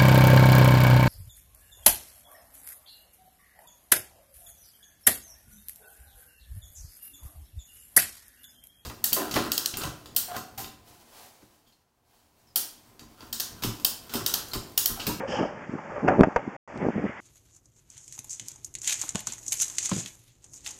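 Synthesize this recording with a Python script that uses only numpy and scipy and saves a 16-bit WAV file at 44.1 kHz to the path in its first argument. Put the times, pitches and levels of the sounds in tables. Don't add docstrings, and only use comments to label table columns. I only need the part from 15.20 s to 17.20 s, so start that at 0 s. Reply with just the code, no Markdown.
import sys
import numpy as np
from scipy import signal
from scipy.fft import rfft, irfft, next_fast_len
from scipy.io import wavfile
from scipy.ndimage import uniform_filter1d

SR = 44100
rng = np.random.default_rng(int(sys.argv[2]) if len(sys.argv) > 2 else 0)


def convert_level_to_amplitude(level_db):
    exponent = np.asarray(level_db, float) / 20
    return 10 ** exponent


def dump_mix(stems):
    frames = np.atleast_2d(stems).T
    limited = np.clip(frames, -1, 1)
    pcm = np.round(limited * 32767).astype(np.int16)
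    wavfile.write(sys.argv[1], SR, pcm)


N = 88332
T = np.arange(N) / SR


def curve(rows):
    t, db = np.array(rows, float).T
    return convert_level_to_amplitude(np.interp(T, t, db))


def colour(x, rows):
    pad = 4096
    size = next_fast_len(N + 2 * pad)
    f, db = np.array(rows, float).T
    hz = np.fft.rfftfreq(size, 1 / SR) + 1
    gain = convert_level_to_amplitude(np.interp(np.log(hz), np.log(f), db))
    spectrum = rfft(np.pad(x, pad, "reflect"), size)
    return irfft(spectrum * gain, size)[pad:pad + N]


def unit(x):
    return x / np.sqrt(np.mean(x ** 2))


def ring(x, hz, t60, phase=0.):
    pole = np.exp(2j * np.pi * hz / SR - np.log(1000) / (t60 * SR))
    return signal.lfilter([np.exp(1j * phase)], [1, -pole], x).imag


def pushes(times, sizes, ms):
    near = np.arange(-128, 129)
    i = np.clip((times * SR).astype(int)[:, None] + near, 0, N - 1)
    offset_ms = (i / SR - times[:, None]) * 1000
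    shape = np.exp(-4 * np.log(2) * (offset_ms / ms[:, None]) ** 2)
    return np.bincount(i.ravel(), (sizes[:, None] * shape).ravel(), N)


def flicker(rate, spread_db):
    k = int(SR / rate)
    steps = np.repeat(rng.standard_normal(N // k + 1), k)
    return convert_level_to_amplitude(spread_db * uniform_filter1d(steps, k)[:N])


# t/s, peak level/dB,
# width at half height/ms (held to 0.5-3), direction (+1 or -1)
BUMPS = [(0.0055, -20, 0.95, 1), (0.1976, -28.5, 0.39, 1), (0.211, -25, 1.8, -1), (0.2229, -22.5, 1.3, 1),
         (0.2304, -15, 0.68, 1), (0.2369, -32, 0.44, 1), (0.2547, -22, 0.59, -1), (0.4957, -18, 2.1, 1),
         (0.539, -15, 1.3, -1), (0.5552, -19.5, 1.4, 1), (0.7818, -21, 0.24, 1), (0.8315, -18.5, 0.9, -1),
         (0.8415, -15, 1.1, 1), (0.8483, -11, 1.24, 1), (0.8568, -22, 1.2, -1), (0.8766, -18, 0.38, 1),
         (0.8982, -29, 0.73, -1), (0.9042, -11, 0.56, 1), (0.9139, -17, 0.8, -1), (0.9271, -20, 0.6, 1),
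         (0.9355, -20.5, 0.47, 1), (0.9461, -23.5, 0.73, 1), (0.9532, -21, 0.8, 1), (0.9847, -9, 0.91, 1),
         (0.9943, -8.5, 0.66, 1), (0.9998, -22, 0.38, -1), (1.0095, -2.5, 1.23, 1), (1.0208, -6, 0.84, 1),
         (1.0268, -7.5, 1.1, -1), (1.0463, -14, 0.49, 1), (1.0578, -28, 0.7, -1), (1.0735, -11, 1.35, 1),
         (1.0843, -13.5, 1.1, 1), (1.279, -18, 1.63, -1), (1.5615, -24, 0.42, 1), (1.6181, -17.5, 0.9, 1),
         (1.6288, -14.5, 1.4, 1), (1.6418, -25, 1.2, 1), (1.6536, -12.5, 0.58, -1),
         (1.6674, -10.5, 1.26, 1), (1.6781, -24, 0.8, -1), (1.6869, -9, 0.78, 1), (1.6935, -24, 0.72, -1),
         (1.7041, -18, 0.93, 1), (1.7623, -10.5, 2.6, 1), (1.7697, -17, 2.6, -1), (1.7812, -13, 1.13, 1),
         (1.7945, -19, 1.0, -1), (1.8439, -16, 1, -1), (1.8595, -19.5, 1.4, -1), (1.8658, -18, 1.1, 1),
         (1.8951, -18.5, 2.3, -1)]
# t/s, level/dB
RATTLE = [(0, -24), (.03, -41), (.07, -52), (.09, -33), (.14, -48), (.21, -19), (.27, -44.5), (.47, -45.5),
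          (.5, -45), (.55, -32.5), (.6, -41.5), (.8, -52.5), (.84, -26), (.91, -24), (.95, -33.5),
          (1.01, -12.5), (1.08, -36), (1.11, -49.5), (1.26, -44.5), (1.28, -25.5), (1.31, -49.5),
          (1.53, -52), (1.56, -26), (1.59, -39.5), (1.62, -28), (1.69, -22), (1.72, -47), (1.75, -27),
          (1.79, -27.5), (1.81, -34), (1.86, -23), (1.88, -42), (1.9, -30.5), (1.92, -70), (2, -61)]
# f/Hz, level/dB
CASE_RESPONSE = [(20, -37.5), (60, -23.5), (120, -6.5), (190, 1), (300, 2.5), (1000, 1.5), (9000, -1.5)]


def case():
    case_hz, case_t60_s, case_ring_db = 222, 0.013, -11.5
    rattles_per_s, rattle_ms = 420, 1.198
    t, db, ms, direction = np.array(BUMPS, float).T
    bumps = pushes(t, np.sign(direction) * convert_level_to_amplitude(db), np.clip(ms, .5, 3))

    chance = rng.random((int(rattles_per_s * N / SR), 4))
    times = (130 + chance[:, 0] * (N - 260)) / SR
    sizes = np.where(chance[:, 1] < .6, 1, -1) * (0.84 + chance[:, 2])
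    rattle = pushes(times, sizes, rattle_ms * (0.56 + 1.07 * chance[:, 3]))

    x = bumps + unit(rattle) * curve(RATTLE)
    ring_gain = convert_level_to_amplitude(case_ring_db) * 2 * np.pi * case_hz / SR
    x = x + ring_gain * ring(x, case_hz, case_t60_s, 1.47)
    return colour(x, CASE_RESPONSE)


# t/s, level/dB
DRAG = [(0, -34), (.07, -35.5), (.13, -32.5), (.19, -29.5), (.25, -32), (.3, -39.5), (.45, -52),
        (.57, -43.5), (.59, -33), (.63, -50), (.72, -36.5), (.78, -33), (.83, -37), (.9, -26), (.96, -31),
        (1.0, -28.5), (1.06, -38), (1.12, -42), (1.14, -53), (1.19, -33.5), (1.25, -50), (1.36, -44.5),
        (1.48, -53.5), (1.66, -39.5), (1.73, -51.5), (1.93, -51), (2, -56)]
# f/Hz, nominal width/Hz, relative level/dB
PIPE = [(300, 150, -20.5), (588, 120, 6), (830, 230, 5.5), (1156, 410, -2.5), (1600, 120, -9),
        (2240, 290, -25.5)]


def drag():
    grit = rng.standard_normal(N) * (0.61 + (rng.random(N) < .01) * 4)
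    x = 0
    for hz, width, db in PIPE:
        x = x + convert_level_to_amplitude(db) * flicker(40.18, 4.3) * unit(ring(grit, hz, 2.9 / width))
    x = colour(x, [(20, -3), (2600, 0), (4000, -22.5), (9000, -51)])
    return unit(x) * curve(DRAG)


# f/Hz, relative level/dB per Hz
HISS = [(20, -25), (40, -15), (100, -6), (200, 1.5), (500, -0.5), (900, 0.5), (1500, -6.5), (2300, -15.5),
        (3100, -29), (3600, -28.5), (4000, -51.5), (5000, -69)]
# t/s, level/dB
SWELL = [(0, -38), (.05, -63), (.3, -51.5), (.6, -51.5), (.7, -53.5), (1.48, -55.5), (1.65, -46),
         (1.75, -51), (1.9, -49.5), (1.97, -43.5), (2, -44)]


def hiss():
    floor = unit(colour(rng.standard_normal(N), HISS)) * convert_level_to_amplitude(-44) * flicker(12, 1.1)
    middle = colour(rng.standard_normal(N), [(600, -37), (1300, -1.5), (1800, 1), (2200, -1.5),
                                             (2700, -12.5), (3400, -17.5), (4500, -54.5)])
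    return floor + unit(middle) * curve(SWELL) * flicker(30, 4.3)


# f/Hz, relative level/dB per Hz
TOP_HISS = [(2500, -35.5), (4100, -3), (4900, -8.5), (6800, -0.5), (7600, -7), (8300, -19.5), (9000, -49)]
# t/s, level/dB
TOP_SWELL = [(0, 8), (.06, -2), (.3, -2.5), (.5, 3.5), (.7, 3), (1.0, 6), (1.3, 0.5), (1.5, 3), (1.6, -2.5),
             (1.68, 7.5), (1.75, 1), (2, 2.5)]


def top_hiss():
    base_db = -69
    return unit(colour(rng.standard_normal(N), TOP_HISS)) * convert_level_to_amplitude(base_db) * curve(TOP_SWELL)


# t/s, level/dB
RUMBLE = [(0, -53.5), (.1, -46), (.3, -60), (.37, -50), (.44, -61), (.52, -46.5), (.62, -65), (.74, -52.5),
          (.8, -64.5), (1.3, -61), (1.48, -61), (1.56, -42.5), (1.65, -53.5), (1.8, -52), (1.92, -53.5),
          (2, -66)]


def rumble():
    low = colour(rng.standard_normal(N), [(25, -12.5), (70, 7), (130, 8), (220, -32)])
    return unit(low) * curve(RUMBLE) * flicker(16, 3)


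# t/s, length/s, f/Hz, level/dB (before the wander)
RUBS = [(0.03, .016, 518, -28.5), (0.047, 0.017, 548, -28), (.134, 0.015, 510, -27),
        (0.152, 0.014, 840, -27), (0.234, 0.0128, 677, -26.5), (0.776, 0.0075, 556, -29),
        (0.879, 0.007, 2600, -30.5)]


def rubs():
    out = 0
    for start, length, hz, db in RUBS:
        s = T - start
        env = np.abs(np.sin(np.pi * np.clip(s / length, 0, 1))) ** 1.4
        out = out + convert_level_to_amplitude(db) * env * np.sin(2 * np.pi * hz * s) * np.sqrt(2)
    return out * flicker(150, 1.4)


# f/Hz, relative level/dB per Hz
SCRAPE = [(300, -36.5), (1200, -12), (1750, 1), (2100, -10.5), (2700, -3), (3100, 4.5), (3500, -14.5),
          (4500, -12), (5200, -6), (6000, -11), (6900, -11), (7500, -19), (8200, -20), (9000, -46)]


def scrape():
    start_s, rise_s, hold_s, fall_db_per_s, level_db = 0.074, 0.051, 0.043, 132.5, -39.5
    s = T - start_s
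    rise = np.clip(s / rise_s, 0, 1) ** 0.49
    fall = convert_level_to_amplitude(-fall_db_per_s * np.clip(s - rise_s - hold_s, 0, 9))
    noise = unit(colour(rng.standard_normal(N), SCRAPE))
    return noise * rise * fall * flicker(90, 1.5) * convert_level_to_amplitude(level_db)


# t/s, strength level/dB, contact width/ms
KNOCKS = [(.5865, -27.5, 0.89), (.8795, -13.5, 0.25), (.8815, -15, 0.23), (.8836, -13.5, 0.28),
          (.8865, -6.5, 0.3), (.8905, -12, .45), (.8958, -13.5, 0.32), (.9072, -8, 0.71),
          (1.0337, -10.5, 0.38), (1.0352, -10, 0.21), (1.0383, -5.5, 0.56), (1.1612, -12.5, 0.22),
          (1.163, -8.5, 0.28), (1.165, -14, 0.22), (1.1672, -13, 0.45)]
# f/Hz, relative level/dB, time to fall 60 dB/s
REEL = [(507, -13, .06), (648, -10, 0.061), (765, -1.5, 0.048), (929, -1, 0.039), (1252, -6.5, 0.035),
        (1470, -3, .03), (1627, -2, 0.021), (1840, -3.5, 0.018), (2175, -8.5, 0.039), (2600, -8, .025),
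        (3050, -29, .03)]


def knocks():
    crack_db, tail_db, tail_t60_s = -5.5, -9.5, 0.091
    t, strength_db, ms = np.array(KNOCKS, float).T
    mix_db = 2.5 * rng.standard_normal((len(KNOCKS), len(REEL)))
    reel = 0
    for j, (hz, db, t60) in enumerate(REEL):
        hits = pushes(t, convert_level_to_amplitude(strength_db + mix_db[:, j]) / ms * 0.24, ms)
        reel = reel + convert_level_to_amplitude(db) * 0.042 * ring(hits, hz, t60)

    crack = pushes(t, convert_level_to_amplitude(strength_db), ms)
    crack = signal.sosfilt(signal.butter(1, 300, "high", fs=SR, output="sos"), crack)

    s = T[:N // 4]
    tail = rng.standard_normal(N // 4) * np.exp(-np.log(1000) * s / tail_t60_s)
    tail = tail * np.minimum(s / 0.0013, 1)
    noisy_tail = signal.fftconvolve(crack, tail)[:N]
    return reel + convert_level_to_amplitude(crack_db) * crack + convert_level_to_amplitude(tail_db) * 0.091 * noisy_tail


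# f/Hz, relative level/dB per Hz
SNAP = [(1500, -18.5), (2600, 3.5), (3500, 1), (4800, -4), (6200, 2.5), (7500, -5), (8800, -27)]


def snap():
    snap_db, snap_t60_s = -30.5, 0.014
    t, strength_db, ms = np.array(KNOCKS, float).T
    s = T[:, None] - t
    size = convert_level_to_amplitude(strength_db) * (0.26 / ms) ** 2.0
    decay = (s > 0) * np.exp(-np.log(1000) * np.abs(s) / snap_t60_s)
    env = (size * decay).sum(axis=1)
    return unit(colour(rng.standard_normal(N), SNAP)) * env * convert_level_to_amplitude(snap_db)


def scene():
    noises = hiss() + top_hiss() + rumble()
    rod = drag() + rubs() + scrape()
    return (case() + rod + noises + knocks() + snap())[None]


def top_cut(x):
    return signal.sosfilt(signal.butter(12, 8950, fs=SR, output="sos"), x)


# f/Hz, level/dB
RESPONSE = [(20, -7), (2800, 1.5), (3300, -1), (3600, -3.5), (4000, -19), (4400, -4.5), (4900, 3),
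            (8300, -5.5), (8900, -35), (9200, -85)]


def record(dry):
    bend = 0.54
    tick_s, tick_db, tick_ms = 1.5765, -31, .06
    drop_start_s, drop_end_s, drop_edge_s = 1.3657, 1.4758, .001
    x = colour(dry[0] + bend * dry[0] ** 2, RESPONSE)
    x = signal.sosfilt(signal.butter(2, 30, "high", fs=SR, output="sos"), x)
    x = x + pushes(np.array([tick_s]), convert_level_to_amplitude([tick_db]), np.array([tick_ms]))
    outside_drop_s = np.maximum(drop_start_s - T, T - drop_end_s)
    x = x * np.clip(outside_drop_s / drop_edge_s, 0, 1)
    return top_cut(x[None])


dry = scene()
out = record(dry)
dump_mix(out)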